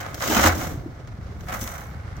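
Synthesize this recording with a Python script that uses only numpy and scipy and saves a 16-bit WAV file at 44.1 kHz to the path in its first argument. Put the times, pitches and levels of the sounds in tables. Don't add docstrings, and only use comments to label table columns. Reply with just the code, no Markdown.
import sys
import numpy as np
from scipy import signal
from scipy.fft import rfft, irfft
from scipy.io import wavfile

SR = 44100
rng = np.random.default_rng(int(sys.argv[2]) if len(sys.argv) > 2 else 0)


def master(y):
    cut = np.clip(np.atleast_2d(y).T, -1, 1)
    pcm = np.round(cut * 32767)
    wavfile.write(sys.argv[1], SR, pcm.astype(np.int16))


N = 97020
T = np.arange(N) / SR
TOP_HZ = 16050

# (frequency [Hz], correlation [-1 to 1])
MIC_LIKENESS = [(50, 0.86), (300, 1), (1400, 0.057), (9000, 0.089), (13000, -0.37)]
# (time [s], level [dB])
RUMBLE_LEVEL = [(0, -39), (.75, -31.5), (.97, -41), (1.13, -35.5), (1.44, -35.5), (1.85, -39.5),
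                (1.92, -34)]
# (frequency [Hz], level [dB])
RUMBLE_COLOUR = [(15, -43), (50, 0.5), (90, 3.5), (180, -7), (400, -28), (3000, -110)]
RIPPLE_COLOUR = [(100, -7), (400, 13.5), (1700, -1), (2600, -7.5), (6000, -8.5), (11000, -32)]
# (time [s], pitch at the peak [Hz], level [dB], swell length [s])
SLAPS = [(0.769, 132, -25, 0.023), (0.8586, 295, -23.5, 0.011), (2.031, 101, -30, 0.032)]

# (frequency [Hz], gain [dB], T60 [s])
DECK_MODES = [(59.5, 0.5, 0.23), (85.3, 4, 0.38), (211.8, 0.5, 0.18), (239, 5, 0.11), (315, 1, 0.156)]
# (time [s], relative level [dB], frequency the spot favours [Hz])
THUDS = [(0.289, -21.5, 334), (0.365, -15, 221), (0.385, -22.5, 60), (0.443, -12, 315), (0.456, -19, 86),
         (1.525, -32, 245), (1.614, -23, 53.3), (1.618, -29, 217)]
# (frequency [Hz], gain [dB])
PLANK_MODES = [(537, 4), (725, 4.5), (821, 3), (1356, -17.5), (1480, -0.5), (2171, -4)]
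# (frequency [Hz], level [dB])
FLEX_COLOUR = [(40, -19), (140, -19), (300, -6), (410, -18.5), (720, -19), (4000, -100)]
KNOCK_COLOUR = [(100, -70), (350, -8.5), (740, 4.5), (950, 0.5), (1400, 5), (2100, -1), (2700, -11.5),
                (16000, -32.5)]
CLASH_COLOUR = [(200, -25), (3000, 1.5), (4700, -0.5), (6200, 4.5), (7600, -1.5), (9800, -12.5),
                (12000, -3.5), (15000, 0)]
BRUSH_COLOUR = [(1000, -9), (3500, -3), (4700, -10), (5900, 5), (9900, -7.5), (13000, 2)]

# (time [s], relative level [dB], plank pitch [ratio])
BLOWS = [(.311, -24.5, 1.1), (0.368, -20, 1.7), (.397, -28, 0.88), (.443, -19, 1.3), (.452, -23.5, 1.68),
         (.474, -20.5, 1.01)]
# (time [s], relative level [dB], board knock against that level [dB])
STRIKES = [(.063, -33.5, 14), (0.1445, -20.5, -16), (0.2178, -25, 5), (0.2228, -13.5, -19), (1.074, -40, 1),
           (1.408, -34.5, -0.5), (1.485, -29, 5.5), (1.495, -33, 10), (1.526, -25.5, 6), (1.538, -29, 3),
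           (1.617, -30.5, 4.5), (1.676, -21.5, -2), (2.167, -37.5, -29)]
# (time [s], level [dB])
DRUM_LEVEL = [(.22, -45), (0.296, -26.5), (.54, -30), (0.8, -42.5), (1.1, -58.5)]
# (time [s], level [dB])
KNOCK_LEVEL = [(0, -34), (0.189, -42.5), (.222, -25.5), (0.279, -31), (.372, -20), (0.425, -19),
               (0.47, -15), (0.561, -37.5), (0.623, -31), (.78, -51), (1.449, -51), (1.495, -33.5),
               (1.545, -30.5), (1.6, -39.5), (1.76, -38), (1.9, -46)]
# (time [s], level [dB])
JINGLE_LEVEL = [(.3, -80), (.52, -42), (.635, -38.5), (.73, -49.5), (.81, -75), (1.35, -67), (1.48, -50.5),
                (1.54, -35), (1.586, -43.5), (1.619, -29.5), (1.65, -38.5), (1.785, -44.5), (1.82, -48),
                (2, -71)]
# (time [s], level [dB])
RATTLE_LEVEL = [(0, -34.5), (.035, -51), (.135, -51), (0.213, -35.5), (.25, -29), (.345, -23), (.41, -24.5),
                (0.472, -18.5), (0.5, -39), (.635, -37), (.76, -54.5), (.9, -84)]


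def amp(db):
    return 10 ** (np.asarray(db) / 20)


def unit(x):
    return x / np.sqrt(np.mean(x ** 2) + 1e-20)


def envelope(points):
    return amp(np.interp(T, *np.transpose(points)))


def at_hz(points, hz):
    f, value = np.transpose(points)
    return np.interp(np.log(hz + 1), np.log(f + 1), value)


def add(mix, s, sound):
    part = mix[:, max(round(s * SR), 0):][:, :sound.shape[-1]]
    part += sound[..., :part.shape[1]]


def smooth(x, span_s):
    return signal.fftconvolve(x, signal.windows.hann(int(span_s * SR) + 3), "same")


def colour(x, spectrum, size=4096):
    log_gain = np.log(amp(at_hz(spectrum, abs(np.fft.fftfreq(size, 1 / SR)))))
    taps = np.fft.ifft(np.exp(np.conj(signal.hilbert(log_gain)))).real[:size // 2]
    return signal.fftconvolve(x, taps[None], axes=1)[:, :x.shape[1]]


def mic_noise(size):
    z = rfft(rng.standard_normal((2, size)))
    likeness = np.clip(at_hz(MIC_LIKENESS, np.fft.rfftfreq(size, 1 / SR)), -.99, .99)
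    mid, side = z[0] * np.sqrt((1 + likeness) / 2), z[1] * np.sqrt((1 - likeness) / 2)
    return irfft(np.array([mid + side, mid - side]), size)


def wavering_noise(spectrum, waver_db, waver_s):
    waver = unit(smooth(rng.standard_normal(N), waver_s))
    z = rfft(mic_noise(N)) * amp(at_hz(spectrum, np.fft.rfftfreq(N, 1 / SR)))
    return unit(irfft(z, N) * amp(waver_db * waver))


def steadied(x, span_s=.06, evenness=.75):
    power = signal.fftconvolve((x ** 2).mean(0), signal.windows.hann(int(span_s * SR)), "same")
    return unit(x / abs(power) ** (evenness / 2))


def harbour():
    rumble = steadied(wavering_noise(RUMBLE_COLOUR, waver_db=4, waver_s=.038))
    ripples = amp([[-.5], [.5]]) * wavering_noise(RIPPLE_COLOUR, waver_db=2.5, waver_s=.027)
    return envelope(RUMBLE_LEVEL) * rumble + amp(-50.5) * ripples


def water_slaps(pitch_rise=.21):
    out = np.zeros((2, N))
    for s, hz, db, length_s in SLAPS:
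        age = np.arange(int(3 * length_s * SR)) / (length_s * SR)
        swell = (2 * age) ** 3 * np.exp(3 * (1 - 2 * age))
        glide_hz = hz * (1 + pitch_rise * (age - .5))
        add(out, s, amp(db) * swell * np.sin(2 * np.pi * np.cumsum(glide_hz) / SR))
    return out


def echoes(x, t60=.88):
    tail = mic_noise(SR // 2) * amp(-60 * T[:SR // 2] / t60)
    return signal.fftconvolve(x, tail / np.linalg.norm(tail[0]), axes=1)[:, :N]


def deck_thuds(rise_s=.0063, fall_db_per_octave=13, mic_phase_rad=.18):
    out, t = np.zeros((2, N)), T[:SR // 2]
    attack = 1 - np.exp(-t / rise_s)
    for s, db, spot_hz in THUDS:
        for hz, mode_db, t60 in DECK_MODES:
            level_db = db + mode_db - fall_db_per_octave * abs(np.log2(hz / spot_hz)) - 60 * t / t60
            phase = mic_phase_rad * rng.standard_normal((2, 1))
            add(out, s, amp(level_db) * attack * np.sin(2 * np.pi * hz * t + phase))
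    return out


def contact(spectrum, crack_s, ring_t60, ring_db, size=4096):
    t = T[:size]
    decay = np.exp(-t / crack_s) + amp(ring_db - 60 * t / ring_t60)
    return unit(colour(mic_noise(size) * decay, spectrum)) / np.sqrt(size)


def board_flex():
    return contact(FLEX_COLOUR, crack_s=.0021, ring_t60=.037, ring_db=-16.5)


def board_knock(plank_t60=.085, size=8192):
    t = T[:size]
    modes = sum(rng.standard_normal((2, 1)) * amp(db) * np.sin(2 * np.pi * hz * t)
                for hz, db in PLANK_MODES)
    ring = modes * amp(-36.5 - 60 * t / plank_t60)
    clack = contact(KNOCK_COLOUR, crack_s=.003, ring_t60=.056, ring_db=7, size=size)
    return unit(ring + clack) / np.sqrt(size)


def plank_blows(t60=.13, clack_db=6, mic_phase_rad=.49):
    out, t = np.zeros((2, N)), T[:SR // 2]
    for s, db, pitch in BLOWS:
        ring = 0
        for hz, mode_db in PLANK_MODES:
            phase = 2 * np.pi * (hz * pitch * t + rng.random())
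            ring += amp(mode_db) * np.sin(phase + mic_phase_rad * rng.standard_normal((2, 1)))
        add(out, s, amp(db - 60 * t / t60) * ring / 2)
        add(out, s, amp(db + clack_db) * board_knock())
    return out


def link_clash(spectrum=CLASH_COLOUR, partials=12, t60=.07, size=4096):
    t = T[:size]
    hz, phase = rng.uniform(2500, 16000, (partials, 1, 1)), rng.random((partials, 2, 1))
    ring = colour(np.sin(2 * np.pi * (hz * t + phase)).sum(0) * amp(-60 * t / t60), spectrum)
    body = contact(spectrum, crack_s=.00025, ring_t60=.062, ring_db=12)
    return unit(unit(body) + .55 * unit(ring)) / np.sqrt(size)


def link_brush():
    return link_clash(BRUSH_COLOUR)


def link_strikes(gain_db=14, chatter_s=.01, bounces=4):
    out = np.zeros((2, N))
    for s, db, board_db in STRIKES:
        gain = amp(db + gain_db)
        dull_db = .41 * min(db + 24, 0)
        steel = [(hz, level + dull_db * (hz > TOP_HZ / 2)) for hz, level in CLASH_COLOUR]
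        add(out, s, gain * amp(board_db) * board_knock())
        for k in range(bounces):
            delay = chatter_s * k / bounces * rng.uniform(.7, 1.3)
            tick = contact(steel, crack_s=.0007, ring_t60=.05, ring_db=-16)
            add(out, s + delay, gain * .75 * .6 ** k * tick)
    return out


def shower(voice, level, per_s, spread_db, even_s, variants=14):
    hits = amp(spread_db * np.minimum(rng.exponential(1, N), 3.5))
    hits *= rng.random(N) < per_s / SR
    power = smooth(hits ** 2, even_s) / (even_s * SR / 2)
    hits = hits / np.sqrt(abs(power) + 1e-6) * envelope(level)
    variant = rng.integers(0, variants, N)
    return sum(signal.oaconvolve((hits * (variant == k))[None], voice(), axes=1)[:, :N]
               for k in range(variants))


def chain_rattle():
    clashes = shower(link_clash, RATTLE_LEVEL, per_s=570, spread_db=3.5, even_s=.061)
    jingle = shower(link_brush, JINGLE_LEVEL, per_s=350, spread_db=3.5, even_s=.058)
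    knocks = shower(board_knock, KNOCK_LEVEL, per_s=600, spread_db=2.8, even_s=.053)
    drumming = shower(board_flex, DRUM_LEVEL, per_s=600, spread_db=2, even_s=.087)
    return clashes + jingle + amp([[-1], [1]]) * knocks + drumming


def scene():
    near = chain_rattle() + link_strikes() + plank_blows()
    return near + amp(-20.5) * echoes(near) + deck_thuds() + water_slaps() + harbour()


def record(dry):
    lowpass = signal.firwin(511, TOP_HZ, window=("kaiser", 9), fs=SR)
    return signal.oaconvolve(dry, lowpass[None], "same")


dry = scene()
out = record(dry)
master(out)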